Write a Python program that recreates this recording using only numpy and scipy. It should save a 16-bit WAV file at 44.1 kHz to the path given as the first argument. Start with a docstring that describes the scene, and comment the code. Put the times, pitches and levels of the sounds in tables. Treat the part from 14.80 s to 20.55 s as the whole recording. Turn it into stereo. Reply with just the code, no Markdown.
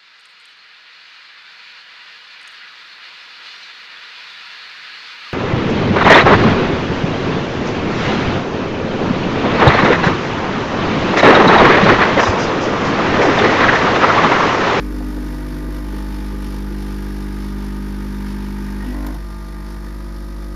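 """Kitchen counter: a mains-driven vibrating pump pushes water through an espresso machine.
Fifty piston strokes a second hum as steady orders; noise swelling on each stroke buzzes the panels,
rattles loose parts and puffs hiss through the valve. Air pockets knock, mostly early on, as ringing
housing modes; a small part pings, two clicks crack, and the pump settles to a softer load."""
import sys
import numpy as np
from scipy import signal
from scipy.fft import rfft, irfft, next_fast_len
from scipy.io import wavfile
from scipy.ndimage import uniform_filter1d

SR = 44100
rng = np.random.default_rng(int(sys.argv[2]) if len(sys.argv) > 2 else 0)


def pcm_store(signal):
    """Save signal as 16-bit PCM."""
    levels = np.round(np.clip(np.atleast_2d(signal), -1, 1) * 32767)
    wavfile.write(sys.argv[1], SR, levels.astype(np.int16).T)


N = 253575

STROKE_HZ = 50
STEP = 49  # samples between control values


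def gain_of(db):
    """Decibels to an amplitude factor."""
    return 10 ** (np.asarray(db) / 20)


def evened(x):
    """Scales to rms 1."""
    return x / np.sqrt(np.mean(x ** 2) + 1e-20)


def read(points, hz):
    """Interpolates a spectrum on a log-frequency axis."""
    point_hz, value = np.transpose(points)
    return np.interp(np.log(hz + 1), np.log(point_hz + 1), value)


def shaped(points):
    """Response that follows a spectrum in dB."""
    return lambda hz: gain_of(read(points, hz))


def ringing(modes, floor_hz=440):
    """Sum of resonances; small panels radiate no bass, so it falls away below floor_hz."""
    def response(hz):
        rings = 0
        for k, (mode_hz, width_hz, db) in enumerate(modes):
            detuning = (hz ** 2 - mode_hz ** 2) / (hz + 1) / width_hz
            rings = rings + (-1) ** k * gain_of(db) / (1 + 1j * detuning)
        return abs(rings) / (1 + (floor_hz / (hz + 1)) ** 12)
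    return response


def curve(rows):
    """Interpolates (time, value) rows at the control rate."""
    s, value = np.transpose(rows)
    return np.interp(np.arange(0, N, STEP) / SR, s, value)


# Working states: priming, gulping air, low, middle, high and full pressure, a surge that builds
# and peaks, a stall, settling, settled.
# (from [s], to [s], panel buzz [dB], low panel buzz [dB], rattle [dB], churn [dB], hiss [dB],
#  spray [dB], growl [dB], unsteadiness [dB], fundamental left-right [dB])
STATES = [(0, 0.407, -59, -48, -44.5, -38.5, -46, -55.5, -78, 1, 0),
          (0.513, 0.997, -66, -48, -43.5, -39.5, -46, -55.5, -80, 1, 0.5),
          (1.084, 1.4, -51.5, -59, -45, -40, -45, -52.5, -78, .2, 2.5),
          (1.902, 2.493, -69, -55, -44, -45.5, -44, -53, -79, 0.1, 5),
          (2.764, 3.195, -51, -57, -45, -42.5, -45, -53, -81, 0.1, 5),
          (3.45, 4.032, -51, -56.5, -43.5, -42.5, -45, -54, -77, 0.1, 3.5),
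          (4.084, 4.12, -56, -53, -42.5, -42, -46, -50.5, -52, 2.5, 2),
          (4.144, 4.31, -61, -54, -42, -44, -46, -56, -49, -0.2, 2),
          (4.374, 4.418, -51, -62, -49, -43, -46.5, -60, -64, 2.5, 4),
          (4.483, 4.887, -59, -58, -47.5, -46, -47, -62, -76, 0.5, 4),
          (5.2, 5.75, -53.5, -71, -50, -44.5, -47.5, -63, -83, 0, 3)]


def state(values, size=1):
    """One value per working state: held in each state, gliding between."""
    edges_s = np.ravel([row[:2] for row in STATES])
    return np.interp(np.arange(0, N, size) / SR, edges_s, np.repeat(values, 2))


def waver(hz, count):
    """Slow smoothed noise at the control rate, rms about 1."""
    steps = rng.standard_normal((count, int(N / SR * hz * 8) + 2))
    steps = uniform_filter1d(steps, 4, axis=1)
    place = np.linspace(0, steps.shape[1] - 1, len(range(0, N, STEP)))
    return np.array([np.interp(place, np.arange(len(row)), evened(row)) for row in steps])


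def strokes(same, start, rise, fall, floor_db, uneven_db):
    """Noise swelling each stroke (times in turns); same (0-1) sets how far it repeats between strokes."""
    length = SR // STROKE_HZ
    fresh = rng.standard_normal((2, N // length + 41, length))
    noise = signal.lfilter([1], [1, -same], fresh, axis=1)[:, 40:]
    turn = (np.arange(length) / length - start) % 1
    swell = (1 - np.exp(-turn / rise)) * np.exp(-turn / fall)
    # no two strokes are equally hard
    chance = np.clip(rng.standard_normal((noise.shape[1], 1)), -2, 2)
    force = gain_of(uneven_db * chance)
    shape = (gain_of(floor_db) + force * swell / swell.max()).ravel()
    return noise.reshape(2, -1)[:, :N] * shape[:N]


# Left-right likeness of broadband sound: (frequency [Hz], likeness [0-1])
ALIKE = [(60, 0.5), (130, 0.75), (400, 0.99), (600, 0.94), (1100, 0.66), (2000, 0.29), (3500, 0.25),
         (5500, 0.55), (6800, 0.22), (8000, 1), (9800, 0.029), (10600, 0.9), (13000, 1), (13800, 0.81),
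         (15000, 1)]
# Phase by which left leads in the shared part: (frequency [Hz], lead [rad])
LEAD = [(0, 0), (275, 0), (340, .8), (430, .8), (530, 2.8), (730, 3.3), (860, 4.2), (950, 5.2), (1460, 4.9),
        (2525, 9.4), (3025, 8.8), (4220, 13.6), (5340, 5.9), (5600, 3.1), (6030, 4.1), (7580, -9.4),
        (8870, -9.7), (10400, -12.5), (13300, -12.7), (14400, -15.6), (15300, -15.7)]
# Level balance: (frequency [Hz], left-right [dB])
TILT = [(60, -1), (270, 0), (325, -3), (380, 4), (700, 9), (930, 4.5), (1290, 3), (1800, 5.5), (2500, 2),
        (3000, 7.5), (4400, 12.5), (8120, 0), (15000, -0.5)]


def ports(pair, colour):
    """Colours two unrelated signals and blends them into left and right; their mean has rms 1."""
    size = next_fast_len(pair.shape[1])
    hz = np.fft.rfftfreq(size, 1 / SR)
    left, other = rfft(pair, size)
    alike = np.clip(read(ALIKE, hz), 0, 1)
    tilt = gain_of(read(TILT, hz) / 2)
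    right = alike * np.exp(-1j * read(LEAD, hz)) * left + np.sqrt(1 - alike ** 2) * other
    spectrum = np.array([left * tilt, right / tilt]) * colour(hz)
    out = irfft(spectrum, size)[:, :pair.shape[1]]
    return out / np.sqrt(np.mean(out.mean(0) ** 2))


def add(mix, s, sound):
    """Mixes a sound in at time s."""
    part = mix[:, round(s * SR):][:, :sound.shape[1]]
    part += sound[:, :part.shape[1]]


# Fundamental: (time [s], level [dB])
THROB = [(0.06, -24.5), (0.29, -24.5), (0.83, -26.5), (0.87, -24.5), (1.04, -25.5), (1.12, -24.5),
         (3.88, -26.5), (4.22, -23.5), (4.55, -29), (5.68, -27)]
# Higher orders: multiples of the stroke rate
ORDERS_HEARD = [2, 3, 4, 5, 6, 7, 8, 9, 10, 11, 12, 13, 14, 15, 16, 17, 18, 19, 20, 21, 23, 24, 25, 28, 30,
                32, 33, 37, 39]
# One row per state, one column per order heard: (level [dB], ...)
TONES = [(-70, -39, -36.5, -33.0, -31, -50, -45, -49.5, -52, -69, -60, -61, -64.5, -72.0, -60, -57.5, -56, -61, -64, -55, -58, -58, -53, -64, -62, -63, -79, -62.0, -64),
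         (-64, -35.0, -48, -34, -33.5, -41, -52, -58, -47, -73, -57, -56, -56, -80, -57, -58, -73, -56, -76, -57, -64, -56, -66, -76, -68, -76, -68, -70, -55.5),
         (-56, -39.5, -33.5, -37.5, -35, -45.5, -46, -65, -51, -63, -69, -55, -59, -70, -77, -48.5, -53, -66, -77.5, -61, -62, -53, -58, -65, -57, -68, -72, -69, -84.5),
         (-49.5, -37.5, -31, -39.5, -35.5, -41.0, -43.5, -56, -53.5, -79, -66, -60, -79, -58.5, -66, -50.5, -67.5, -75, -79, -71, -76, -52.5, -62.5, -64, -64, -62, -58, -70, -80),
         (-49, -38.0, -29.5, -36.5, -37.5, -42.5, -43.5, -58, -59.5, -62, -61, -68, -79, -63, -59, -56, -51.5, -65, -66, -62, -73, -52.5, -54.0, -60, -58, -56, -72, -57, -73),
         (-47, -38.5, -28.5, -36, -40.5, -42, -46, -58, -67, -66, -66, -65, -64, -68, -83, -51, -49, -76, -71, -68, -68, -54.5, -59, -72, -61, -67, -60, -66, -75),
         (-48, -44, -38, -31, -40, -35, -48.0, -49.0, -58, -57.0, -69.0, -46, -66, -64.0, -52, -86, -68, -56, -73.0, -61, -77.0, -71.0, -63, -75, -71, -67.0, -78, -70.0, -47),
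         (-49, -39.5, -38, -32, -32, -44, -50, -50, -53, -50, -48, -49, -53, -56, -57, -50, -49, -60, -52, -47, -54, -64, -69.0, -56, -61, -67, -74, -67, -59),
         (-61.0, -42, -38.5, -67, -53, -49, -74.0, -81.0, -55, -104.0, -92.0, -57, -65, -72.0, -66.0, -76, -59, -58, -70, -71, -71, -55, -62, -74, -75, -75, -69, -65, -56),
         (-59, -42, -38, -50, -43.5, -44.5, -66, -78, -58, -61, -64, -55.5, -67, -72, -71, -53, -53.5, -67, -62, -57, -73.0, -49.0, -59, -59, -68, -68, -66, -60.5, -60.5),
         (-58, -43, -40, -45.5, -43, -43.5, -80, -78, -57, -52.5, -75, -55.5, -60.5, -86, -85, -58.5, -70.0, -63, -60, -75, -63, -57.5, -52.5, -65, -65, -67, -68, -74, -59.5)]
# Fundamental, then the orders heard: (left-right [dB], left leads [rad])
SPREAD = [(0.5, 0.53), (-10, 2.3), (-3, 0.7), (4, 0.5), (-0.5, -1.7), (-3.5, 0.42), (-4, 0.85), (10, 1.5),
          (2, 2), (8, 3), (5, 2), (15, 4), (8, 2.5), (10.0, -0.5), (26, -5.5), (15, -3), (16, -2.9),
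          (-5, 1.13), (2, -2.5), (-7, 3), (2, 0.5), (0, -1), (2, 0.5), (5, 0.5), (15, -1.5), (5, -3),
          (9, -1), (10, 4), (12, -2.5), (7, 1.9)]
# Pump resonance on its mount, lower under steady pressure, one per state: (frequency [Hz])
MOUNT_HZ = [275, 275, 225, 225, 225, 225, 275, 275, 275, 275, 275]
# Water line resonance, lower in priming and the building and peaking surge, one per state: (frequency [Hz])
LINE_HZ = [325, 425, 425, 425, 425, 425, 325, 325, 425, 425, 425]
# Piston lands late under the surge, then catches up: (time [s], lateness [ms])
SLIP_MS = [(4.07, 0), (4.2, 1.2), (4.275, 1.2), (4.36, 0)]
SLIP_ORDER = 5  # lowest order bent by the slip
RESONANCE_WIDTH_HZ = 9
WAVER_DB_PER_ORDER, WANDER_RAD_PER_ORDER = 0.035, .012
# from PANEL_ORDER up, panels ring from the valve blow
PANEL_ORDER, BLOW_TURN, SCATTER_RAD_X_ORDER = 9, .38, 25


def hum():
    """Piston orders: sines whose level follows the state and whose phase turns at each resonance."""
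    turns = 2 * np.pi * np.arange(SR // STROKE_HZ) * STROKE_HZ / SR
    levels_db = [curve(THROB)] + [state(db, size=STEP) for db in np.transpose(TONES)]
    unsteady_db, sway_db = [state(db, size=STEP) for db in np.transpose(STATES)[-2:]]
    mount_hz, line_hz = state(MOUNT_HZ, size=STEP), state(LINE_HZ, size=STEP)
    late_rad = 2 * np.pi * STROKE_HZ * curve(SLIP_MS) / 1000
    shake = waver(6, count=2 * len(SPREAD))
    out = np.zeros((2, N))
    for k, (order, (tilt_db, lead)) in enumerate(zip([1] + ORDERS_HEARD, SPREAD)):
        if k == 0:
            tilt_db = tilt_db + sway_db
        left = gain_of(tilt_db / 2) * np.exp(.5j * lead)
        right = gain_of(-tilt_db / 2) * np.exp(-.5j * lead)

        # above each resonance the housing swings against the piston
        lag = 1.1
        for hz in (mount_hz, line_hz):
            lag = lag + np.arctan2(RESONANCE_WIDTH_HZ, hz - order * STROKE_HZ)
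        if order >= PANEL_ORDER:
            scatter = SCATTER_RAD_X_ORDER / order * rng.standard_normal()
            lag = lag + 2 * np.pi * order * BLOW_TURN + scatter
        if order >= SLIP_ORDER:
            lag = lag + order * late_rad

        waver_db = WAVER_DB_PER_ORDER * order + unsteady_db * (k > 0)
        level_db = levels_db[k] + waver_db * shake[2 * k]
        wander = WANDER_RAD_PER_ORDER * order * shake[2 * k + 1]
        # left-right mean has the table level as rms
        swing = np.sqrt(8) / abs(left + right) * gain_of(level_db) * np.exp(1j * (wander - lag))
        cycle = np.resize(np.exp(1j * order * turns), N)
        for side, port in enumerate([left, right]):
            out[side] += np.real(np.repeat(port * swing, STEP)[:N] * cycle)
    return out


# Panel resonances: (frequency [Hz], width [Hz], relative level [dB])
PANELS = [(950, 82, -4), (1180, 17, -5), (1540, 200, -6), (1910, 59, -8.5), (2390, 32, -6)]
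# Low housing resonances: (frequency [Hz], width [Hz], relative level [dB])
LOW_PANELS = [(480, 70, 3.5), (665, 110, -9), (762, 60, -14.5)]


def buzz(panel_db, low_db):
    """Nearly repeating stroke blows excite the panel and low housing resonances."""
    blows = strokes(same=.98, start=.25, rise=.05, fall=.18, floor_db=-8, uneven_db=.8)
    high = gain_of(panel_db) * ports(blows, ringing(PANELS))
    return high + gain_of(low_db) * ports(blows, ringing(LOW_PANELS))


# Loose parts: (frequency [Hz], relative density [dB per Hz])
RATTLE = [(400, -7), (700, -12), (850, -1), (925, 4.5), (1000, -5), (1100, -9), (1220, 4), (1330, -9.5),
          (1425, 0.5), (1500, -0.5), (1700, -3), (1920, -1), (2030, -6.5), (2300, -4.5), (3200, -25.5)]
# Valve seating: (frequency [Hz], relative density [dB per Hz])
TAP = [(1100, -47), (1450, 3), (1650, 3), (1900, -2), (2500, -19)]
TAP_DB = -9  # re rattle


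def rattle(level_db):
    """Loose parts shake as noise on each stroke; the valve seats with a short tap once a stroke."""
    loose = strokes(same=.05, start=.26, rise=.08, fall=.35, floor_db=4, uneven_db=1.5)
    seat = strokes(same=.93, start=.36, rise=.02, fall=.07, floor_db=-24, uneven_db=1.2)
    parts = gain_of(level_db) * ports(loose, shaped(RATTLE))
    return parts + gain_of(level_db + TAP_DB) * ports(seat, shaped(TAP))


# Labouring pump: (frequency [Hz], relative density [dB per Hz])
GROWL = [(350, 2), (600, 16), (750, 13), (1000, 8), (1300, -8), (1500, -17), (2000, 19), (2500, -14)]


def growl(level_db):
    """The labouring pump growls: uneven, partly repeating stroke noise."""
    labour = strokes(same=.3, start=.4, rise=.03, fall=.18, floor_db=-10, uneven_db=1.5)
    return gain_of(level_db) * ports(labour, shaped(GROWL))


# Churning water, ringing the housing: (frequency [Hz], relative density [dB per Hz])
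RUMBLE = [(60, -4), (140, -4), (225, 1.5), (275, 1.5), (305, -2), (327, 9.5), (350, 0.5), (380, -6.5),
          (425, -6), (475, -10.5), (505, -6), (525, 4.5), (548, -7), (580, -6.5), (800, -32.5)]
# Water through the valve: (frequency [Hz], relative density [dB per Hz])
HISS = [(1200, 6.5), (2200, -6.5), (2800, -26.5), (3600, -2.5), (4050, -7.5), (4500, -2), (5700, -1),
        (6500, -10), (7800, -14.5), (9000, -48)]
# Valve jet: (frequency [Hz], relative density [dB per Hz])
FIZZ = [(6500, -54), (8200, 5.5), (10500, 3), (12700, -3), (14300, -7), (14900, 6), (15700, -15)]
# Coarse spray in the valve: (frequency [Hz], relative density [dB per Hz])
SPRAY = [(1700, -16.5), (2300, 2.5), (2900, 2), (3400, -3), (4200, -23.5)]
FIZZ_DB = -12.5  # re hiss
FLOW_WAVER_DB, JET_SWING_DB, JET_PEAK_TURN = 1.06, 2.0, .3


def water(churn_db, hiss_db, spray_db):
    """Churning rumble plus stroke puffs of turbulent hiss, fizz and spray through the valve."""
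    churn = strokes(same=0, start=.54, rise=.14, fall=.37, floor_db=3, uneven_db=3.5)
    rumble = gain_of(churn_db) * ports(churn, shaped(RUMBLE))
    puffs = strokes(same=.03, start=.11, rise=.08, fall=.35, floor_db=-1, uneven_db=2)
    flow = np.repeat(waver(7, count=1)[0], STEP)[:N]
    puffs = puffs * gain_of(FLOW_WAVER_DB * flow)
    turn = STROKE_HZ * np.arange(N) / SR
    jets = puffs * gain_of(JET_SWING_DB * np.cos(2 * np.pi * (turn - JET_PEAK_TURN)))
    hiss = ports(puffs, shaped(HISS)) + gain_of(FIZZ_DB) * ports(jets, shaped(FIZZ))
    spray = gain_of(spray_db) * ports(puffs, shaped(SPRAY))
    return rumble + gain_of(hiss_db) * hiss + spray


# Small air pockets come at random and thin out
GURGLE_START_PER_S, GURGLE_THINNING_S, GURGLE_T60_S = 5, .9, 0.09
GURGLE_DB, GURGLE_SPREAD_DB, GURGLE_HZ = -35, 3, (230, 500)


def gurgles(count=60):
    """Knock rows at random times, their rate decaying exponentially."""
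    wait, size, pitch = rng.random((count, 3)).T
    passed = np.cumsum(-np.log(wait + 1e-9)) / (GURGLE_START_PER_S * GURGLE_THINNING_S)
    # no random knocks after the first 85 % of the expected count
    s = -GURGLE_THINNING_S * np.log(1 - passed[passed < .85])
    db = GURGLE_DB + GURGLE_SPREAD_DB * (2 * size - 1)
    hz = GURGLE_HZ[0] * (GURGLE_HZ[1] / GURGLE_HZ[0]) ** pitch
    return [(a, b, f, GURGLE_T60_S) for a, b, f in zip(s, db, hz)]


# Air pockets knocking: (time [s], level [dB], centre of the blow [Hz], t60 [s])
KNOCKS = [(0.106, -21, 270, 0.1), (.202, -22, 560, 0.084), (.275, -22, 220, 0.12),
          (.366, -21.5, 437, 0.097), (.37, -24, 950, 0.044), (.42, -25, 330, .09), (0.533, -22, 240, 0.092),
          (.73, -22.5, 250, .13), (0.826, -24, 330, .07), (.872, -17, 292, 0.11), (0.999, -22, 270, .07),
          (1.13, -20.5, 330, 0.096), (1.162, -22, 320, .09), (1.29, -23, 220, 0.12), (1.385, -21, 280, 0.1),
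          (1.531, -17.5, 310, 0.087), (1.64, -21.5, 230, .1), (1.73, -23.5, 340, 0.081),
          (1.9, -20, 290, .1), (1.965, -34, 930, .1), (4.03, -31, 910, 0.15), (4.278, -28, 800, 0.062),
          (4.344, -30.5, 910, 0.11)]
# Modes of the water-filled housing: (frequency [Hz], relative level [dB])
HOUSING = [(193, -7), (232, -1.5), (288, -14.5), (330, -0.5), (388, -2.5), (458, -2), (520, -2), (700, -4),
           (860, -1), (925, -5), (1045, -9)]
BLOW_OCTAVES = .45  # reach of a blow around its centre


def knocks():
    """Each air pocket gives a dull blow that rings the housing modes near its centre."""
    out, t = np.zeros((2, N)), np.arange(6000) / SR
    modes_hz, modes_db = np.transpose(HOUSING)
    for s, db, hz, t60 in KNOCKS + gurgles():
        octaves = np.log2(modes_hz / hz)
        height = gain_of(modes_db) * np.exp(-.5 * (octaves / BLOW_OCTAVES) ** 2)
        start_turn = .3 * rng.random(len(modes_hz))  # struck nearly in phase
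        modes = np.sin(2 * np.pi * (modes_hz[:, None] * t + start_turn[:, None]))
        ring = height @ modes / np.linalg.norm(height)
        envelope = gain_of(db - 60 * t / t60) * (1 - np.exp(-t / 0.005))
        add(out, s, envelope * ring * gain_of([[2.0], [-2.0]]))
    return out


# Small metal part: (time [s], level [dB], pitch [Hz])
PINGS = [(3.884, -28, 1890), (4.004, -28, 1890), (4.024, -25, 1873), (4.044, -32, 1890),
         (5.069, -33.5, 1780)]
PING_T60_S = .04


def pings():
    """A small metal part rings: one short decaying sine each."""
    out, t = np.zeros((2, N)), np.arange(3000) / SR
    for s, db, hz in PINGS:
        envelope = gain_of(db - 60 * t / PING_T60_S) * (1 - np.exp(-t / 0.0018))
        add(out, s, envelope * np.sin(2 * np.pi * hz * t) * gain_of([[2.0], [-2.0]]))
    return out


# Clicks: (time [s], peak of left-right mean [dB], t60 [s])
CLICKS = [(4.264, -21.5, 0.035), (4.344, -31, 0.03)]


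def clicks():
    """Short broadband cracks: decaying coloured noise."""
    out, t = np.zeros((2, N)), np.arange(3000) / SR
    # (frequency [Hz], relative density [dB per Hz])
    colour = shaped([(300, 7), (800, 13), (1500, -3.0), (3000, -5.5),
                     (7000, -11), (12500, -7.5), (15500, -8)])
    for s, db, t60 in CLICKS:
        envelope = gain_of(-60 * t / t60) * (1 - np.exp(-t / 0.0048))
        crack = ports(rng.standard_normal((2, len(t))) * envelope, colour)
        add(out, s, gain_of(db) * crack / abs(crack.mean(0)).max())
    return out


# Low murmur: (frequency [Hz], relative density [dB per Hz])
KITCHEN = [(22, -36), (34, -6), (60, 4), (95, 8.5), (125, 0.5), (200, -32)]
KITCHEN_DB = -45.5


def room():
    """Steady low murmur of the kitchen: coloured noise."""
    return gain_of(KITCHEN_DB) * ports(rng.standard_normal((2, N)), shaped(KITCHEN))


def scene():
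    """Sums the pump, its water, the knocks, pings and clicks, and the room."""
    levels = [state(db) for db in np.transpose(STATES)[2:-2]]
    panel_db, low_db, rattle_db, churn_db, hiss_db, spray_db, growl_db = levels
    pump = hum() + buzz(panel_db, low_db) + rattle(rattle_db) + growl(growl_db)
    return pump + water(churn_db, hiss_db, spray_db) + knocks() + pings() + clicks() + room()


EDGE_HZ = 15700


def record(dry):
    """Band limit: linear-phase low-pass at EDGE_HZ."""
    lowpass = signal.firwin(511, EDGE_HZ, window=("kaiser", 9), fs=SR)
    return signal.oaconvolve(dry, lowpass[None], "same")


dry = scene()
out = record(dry)
pcm_store(out)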